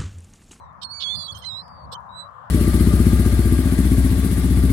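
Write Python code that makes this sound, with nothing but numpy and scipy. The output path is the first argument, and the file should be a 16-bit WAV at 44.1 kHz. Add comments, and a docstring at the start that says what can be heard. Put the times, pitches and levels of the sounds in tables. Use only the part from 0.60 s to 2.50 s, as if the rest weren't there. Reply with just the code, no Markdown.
"""On a shore, close to the right port of a phone, young gulls beg over small waves and buffeting wind.
Whistles are near-pure sines on gliding pitches; one voice jumps between overtones of a low pitch.
Creaks are uneven pulse trains through bill resonances. The left port hears mostly the wash:
flickering noise bands with two sine plops. Wind is low noise in both ports; shells and pebbles tick
as short noise bursts near the right port."""
import sys
import numpy as np
from scipy import signal
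from scipy.fft import rfft, irfft
from scipy.io import wavfile
from scipy.ndimage import uniform_filter1d

SR = 44100
rng = np.random.default_rng(int(sys.argv[2]) if len(sys.argv) > 2 else 0)


def transcribe(u):
    """Save the signal u as a 16-bit wav file named by the first command-line argument.

    u: samples, shape (n,) or (channels, n), limited to [-1, 1]; the rate is SR.
    q: integer samples, one column per channel.
    """
    v = np.clip(np.atleast_2d(u).T, -1, 1)
    q = np.round(v * 32767).astype(np.int16)
    wavfile.write(sys.argv[1], SR, q)


def field_ratio(decibels):
    """Amplitude ratio for a level in dB (20 dB per decade); scalars and array-likes work."""
    return 10 ** (np.asarray(decibels, dtype=float) / 20)


N = 83790
T = np.arange(N) / SR  # s

# Wind spectrum, relative density: f/Hz, level/dB per Hz
WIND_SPECTRUM = [(30, -37), (48, -24.5), (70, 1), (170, -3), (390, -31.5)]
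# Wind gusts: t/s, level/dB
WIND_GUSTS = [(0, -52), (.52, -53), (.575, -37.5), (.63, -54), (.69, -53.5), (.72, -44), (.84, -54),
              (1.2, -50.5), (1.27, -44), (1.33, -53), (1.9, -55.5)]
# Wash spectrum, relative density: f/Hz, level/dB per Hz
WASH_SPECTRUM = [(390, -26.5), (560, -9), (800, -9), (1050, 1.5), (1300, -8.5), (1700, -18), (2050, -30),
                 (2800, -40.5), (15000, -58)]
# Wash stereo balance: f/Hz, left over right level/dB
WASH_BALANCE = [(700, 3.5), (1300, 15.5), (2000, -19), (15000, -11.5)]
# Wash swell: t/s, level/dB
WASH_SWELL = [(0.0, -50), (1.598, -46.5)]
# Plops in the wash: t/s, level/dB (mean of the two ports), starting f/Hz
PLOPS = [(1.326, -37, 502), (1.375, -29, 937)]
# Louder ticks of wet shells and pebbles: t/s, level/dB before colouring
TICKS = [(1.081, -44), (1.24, -59), (1.405, -57), (1.64, -60)]
# Resonances of the open bill: f/Hz, width/Hz, level/dB before the treble tilt
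BILL_RESONANCES = [(3403, 658, 1), (4156, 646, 1), (5200, 820, -3.5), (8030, 1150, -11.5),
                   (13300, 1700, -29)]
# Creaks: start t/s, end t/s, first pulse rate f/Hz, relative level/dB, jitter/0-1, treble tilt/dB per octave
CREAKS = [(0.213, 0.23, 600, -42.5, 0, -3.5), (0.223, 0.243, 650, -37.5, 0.12, 0.5),
          (0.396, 0.426, 469, -36.5, 0.08, -13), (0.407, 0.443, 630, -32.5, .15, -19.5),
          (0.835, 0.855, 497, -47, 0.1, -4.5), (1.314, 1.347, 500, -41.5, 0.1, 5.5)]
# Low pitch of the flipping voice: t/s, f/Hz
FLIP_PITCH = [(0.428, 1182), (0.467, 1103), (0.534, 1181), (0.621, 1159), (0.676, 1106), (0.718, 1140),
              (0.743, 1059), (0.771, 1033), (0.793, 1114), (0.834, 1018), (0.892, 1040)]
# Notes of the flipping voice: start t/s, end t/s, leading harmonic number, relative level/dB
FLIP_NOTES = [(0.437, 0.562, 3, -30), (0.552, 0.672, 4, -37.5), (0.59, 0.637, 3, -44),
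              (.681, 0.715, 3, -36.5), (0.72, 0.734, 4, -40), (.748, 0.776, 3, -44),
              (0.757, 0.814, 4, -56.5), (0.822, 0.838, 3, -43.5), (0.837, .852, 2, -47.5),
              (0.85, 0.871, 3, -47.5)]
# Whistles, one list per cry: t/s, pitch f/Hz, relative level/dB
WHISTLES = [
    [(.236, 4340, -45.5), (.25, 4354, -30.5), (.265, 4284, -43.5), (.285, 4225, -50), (.312, 4420, -37),
     (.355, 4570, -39), (.55, 4232, -39), (.61, 4160, -38), (.685, 3904, -45)],
    [(.847, 3994, -38.5), (.873, 4140, -32.5), (.925, 3748, -36), (1., 4034, -36), (1.022, 4176, -48.5)],
    [(.87, 4920, -57.5), (.97, 5236, -60.5), (1.1, 5100, -70)],
    [(1.022, 4710, -61), (1.13, 4730, -62), (1.26, 4450, -62.5)],
    [(1.342, 3186, -50.5), (1.356, 3105, -40), (1.374, 3050, -70)],
    [(1.49, 3790, -66), (1.57, 3960, -44.5), (1.605, 3978, -37.5), (1.68, 3930, -66.5)],
    [(0, 4130, -71), (.115, 3570, -79)],
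]
# Octave against the pitch at each cry's loudest point: one level/dB per cry
WHISTLE_OCTAVES = [-16.5, -24.5, -23, -23, -11.5, -13.5, -13]
# Half-pitch stretches: start t/s, end t/s, cry number (rounded), then against the pitch:
# half-pitch level/dB, three-halves level/dB
HALF_PITCHES = [(0.3374, 0.556, 0.5, -22, -19), (0.0034, 0.068, 6, -0.5, -7)]


def walk(rate):
    """Random drift: values held 1 / rate s, slewed twice, spread restored to about 1."""
    hold = int(SR / rate)
    steps = np.repeat(rng.standard_normal(N // hold + 1), hold)
    return 1.725 * uniform_filter1d(uniform_filter1d(steps, hold), hold)[:N]


def curve(rows, col=1):
    """One column of a table drawn as straight lines along time."""
    rows = np.array(rows, float)
    return np.interp(T, rows[:, 0], rows[:, col])


def gate(t0, t1, edge):
    """Smooth fades of edge seconds, centred on t0 and t1."""
    ramp = np.minimum(T - t0, t1 - T) / edge + .5
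    return np.sin(np.pi / 2 * np.clip(ramp, 0, 1)) ** 2


def ring(x, hz, width):
    """A resonance with gain 1 at its centre."""
    return signal.lfilter(*signal.iirpeak(hz, hz / width, fs=SR), x)


def phase(rows):
    """Running phase of a pitch table with rounded bends and a slight waver."""
    pitch = uniform_filter1d(curve(rows), int(0.007 * SR))
    waver = 1 + 0.0015 * walk(150)
    return 2 * np.pi * np.cumsum(pitch * waver) / SR


def bands(shape, flicker_db, rate):
    """Third-octave noise pairs (centre Hz, two unrelated signals), each band flickering alone."""
    f = np.fft.rfftfreq(N, 1 / SR) + 1
    pts = np.array(shape, float)
    low, high = pts[0, 0], pts[-1, 0]
    gain = field_ratio(np.interp(np.log(f), np.log(pts[:, 0]), pts[:, 1]))
    gain = gain * (f > low) * (f < 1.05 * high)
    norm = np.sqrt(np.mean(gain ** 2))  # brings the summed bands to about unit power
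    for hz in low * 2 ** np.arange(0, np.log2(high / low) + .4, 1 / 3):
        win = np.cos(np.pi / 2 * np.clip(3 * np.log2(f / hz), -1, 1))
        spectrum = rfft(rng.standard_normal((2, N))) * gain * win / norm
        yield hz, irfft(spectrum, N) * field_ratio(flicker_db * walk(rate))


def wind():
    """Low buffeting noise, partly shared by the ports: a common signal plus an opposed one."""
    likeness = .3  # correlation of the ports
    common, opposed = sum(pair for hz, pair in bands(WIND_SPECTRUM, 2.19, 11.72))
    opposed = np.sqrt((1 - likeness) / (1 + likeness)) * opposed
    return np.array([common + opposed, common - opposed]) * field_ratio(curve(WIND_GUSTS))


def wash():
    """Small waves as flickering noise bands, each with its own place between the ports."""
    out = 0
    balance = np.array(WASH_BALANCE, float)
    for hz, pair in bands(WASH_SPECTRUM, 2.55, 12.216):
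        pan_db = np.interp(np.log(hz), np.log(balance[:, 0]), balance[:, 1])
        gains = field_ratio(np.array([[pan_db], [-pan_db]]) / 2)
        out = out + 2 * pair * gains / np.sqrt(np.sum(gains ** 2))
    return out * field_ratio(curve(WASH_SWELL))


def plops():
    """Sines that rise in pitch as they die away, stronger at the left port."""
    rise_s, t60_s, glide_per_s = 0.0028, 0.068, 1.27
    out = 0
    for t0, db, hz in PLOPS:
        u = np.maximum(T - t0, 0)
        envelope = (1 - np.exp(-u / rise_s)) * field_ratio(-60 * u / t60_s)
        tone = np.sin(2 * np.pi * hz * u * (1 + glide_per_s * u))
        out = out + field_ratio(db) * np.array([[1.5], [.5]]) * envelope * tone
    return out


def ticks():
    """Wet shells and pebbles: decaying noise clicks, each with its own colour, near the right port."""
    floor_db, decay_s = -71, 0.0014
    out, u = np.zeros(N), np.arange(256) / SR
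    # fainter ticks fall by chance, few of them far above the floor
    faint = [(a * T[-len(u)], floor_db - 3 * np.log(b)) for a, b in rng.random((40, 2))]
    for t0, db in TICKS + faint:
        hz = 4500 * 2 ** (1.7 * rng.random())
        click = ring(rng.standard_normal(len(u)) * np.exp(-u / decay_s), hz, hz)
        start = int(t0 * SR)
        out[start:start + len(u)] += field_ratio(db) * click
    return out * np.array([[.06], [1]])


def throat(x, treble_db=0):
    """Resonances of the open bill in alternating polarity, tilted by treble_db per octave."""
    out = 0
    for k, (hz, width, db) in enumerate(BILL_RESONANCES):
        tilt_db = treble_db * np.log2(hz / BILL_RESONANCES[0][0])
        rung = ring(ring(ring(x, hz, width), hz, 2 * width), hz, 2 * width)
        out = out + (-1) ** k * field_ratio(db + tilt_db) * rung
    return out


def creaks():
    """Creaky onsets: uneven pulses that quicken, swell and fade while they ring the throat."""
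    rise_hz_per_s = 4500
    out = np.zeros(N)
    for t0, t1, hz0, db, jitter, treble_db in CREAKS:
        t, pulses = t0, np.zeros(N)
        for time_chance, level_chance in rng.standard_normal((80, 2)):
            if t < t1:
                swell = np.sin(np.pi * ((t - t0) / (t1 - t0)) ** 1.17)
                pulses[int(t * SR)] = swell * field_ratio(8.0 * jitter * level_chance)
                t += max(1 + jitter * time_chance, .3) / (hz0 + rise_hz_per_s * (t - t0))
        voice = throat(pulses, treble_db)
        rms = np.sqrt(np.sum(voice ** 2) / SR / (t1 - t0))
        out += field_ratio(db) * voice / rms
    return out


def flipper():
    """A low pitch of which one overtone leads; the lead jumps from note to note."""
    hoarse_db, octave_db, twelfth_db = -37, -55, -67  # relative; the last two are ceilings
    ph = phase(FLIP_PITCH)
    # a noisy puff in each cycle of the low pitch gives a hoarse buzz
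    puffs = np.exp(-(ph % (2 * np.pi)) / .3) * (1 + .6 * rng.standard_normal(N))
    buzz_gate = gate(FLIP_NOTES[0][0], FLIP_PITCH[-1][0], 0.012)
    out = field_ratio(hoarse_db + 2.5 * walk(49.14)) * throat(puffs) * buzz_gate
    for t0, t1, lead, db in FLIP_NOTES:
        lead_ph = round(lead) * ph
        octave = field_ratio(min(octave_db, db - 7)) * np.sin(2 * lead_ph)
        twelfth = field_ratio(min(twelfth_db, db - 10)) * np.sin(3 * lead_ph)
        flicker = field_ratio(2 * walk(119.98))
        tone = field_ratio(db) * np.sin(lead_ph) + flicker * (octave + twelfth)
        out = out + tone * gate(t0, t1, .007)
    return np.sqrt(2) * out * field_ratio(.8 * walk(90))


def whistles():
    """Near-pure cries: a sine with its octave, third harmonic and at times a half pitch."""
    third_db = -43.5  # against the pitch
    out = 0
    for k, rows in enumerate(WHISTLES):
        ph = phase(rows)
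        tone = np.sin(ph) + field_ratio(third_db) * np.sin(3 * ph)
        for t0, t1, cry, half_db, three_db in HALF_PITCHES:
            if int(round(cry)) == k:
                halves = field_ratio(half_db) * np.sin(ph / 2) + field_ratio(three_db) * np.sin(3 * ph / 2)
                tone = tone + gate(t0, t1, 0.018) * halves
        db = curve(rows, col=2)
        # the octave fades faster than the pitch, and flickers
        octave_db = WHISTLE_OCTAVES[k] + 0.62 * (db - db.max()) + 2 * walk(29.73)
        cry_tone = field_ratio(db) * (tone + field_ratio(octave_db) * np.sin(2 * ph))
        out = out + np.sqrt(2) * cry_tone * gate(rows[0][0], rows[-1][0], 0.0045)
    return out


def gulls():
    """All cries: loud at the right port, dull and faint at the left."""
    left_db, left_cutoff_hz, left_lead_s = -24, 2190, .0006
    cries = 2 * (whistles() + flipper() + creaks())
    low_pass = signal.butter(4, left_cutoff_hz, fs=SR, output="sos")
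    left = signal.sosfilt(low_pass, np.roll(cries, -int(left_lead_s * SR)))  # shifted before the low-pass
    return np.array([field_ratio(left_db) * left, cries])


def scene():
    """The gulls over wash, plops, wind and ticks, as left and right ports."""
    return gulls() + wash() + plops() + wind() + ticks()


def roll_off(x):
    """The treble ends steeply here."""
    return signal.sosfilt(signal.butter(12, 15720, fs=SR, output="sos"), x)


def record(dry):
    """The finished mix as the phone stores it."""
    return roll_off(dry)


dry = scene()
out = record(dry)
transcribe(out)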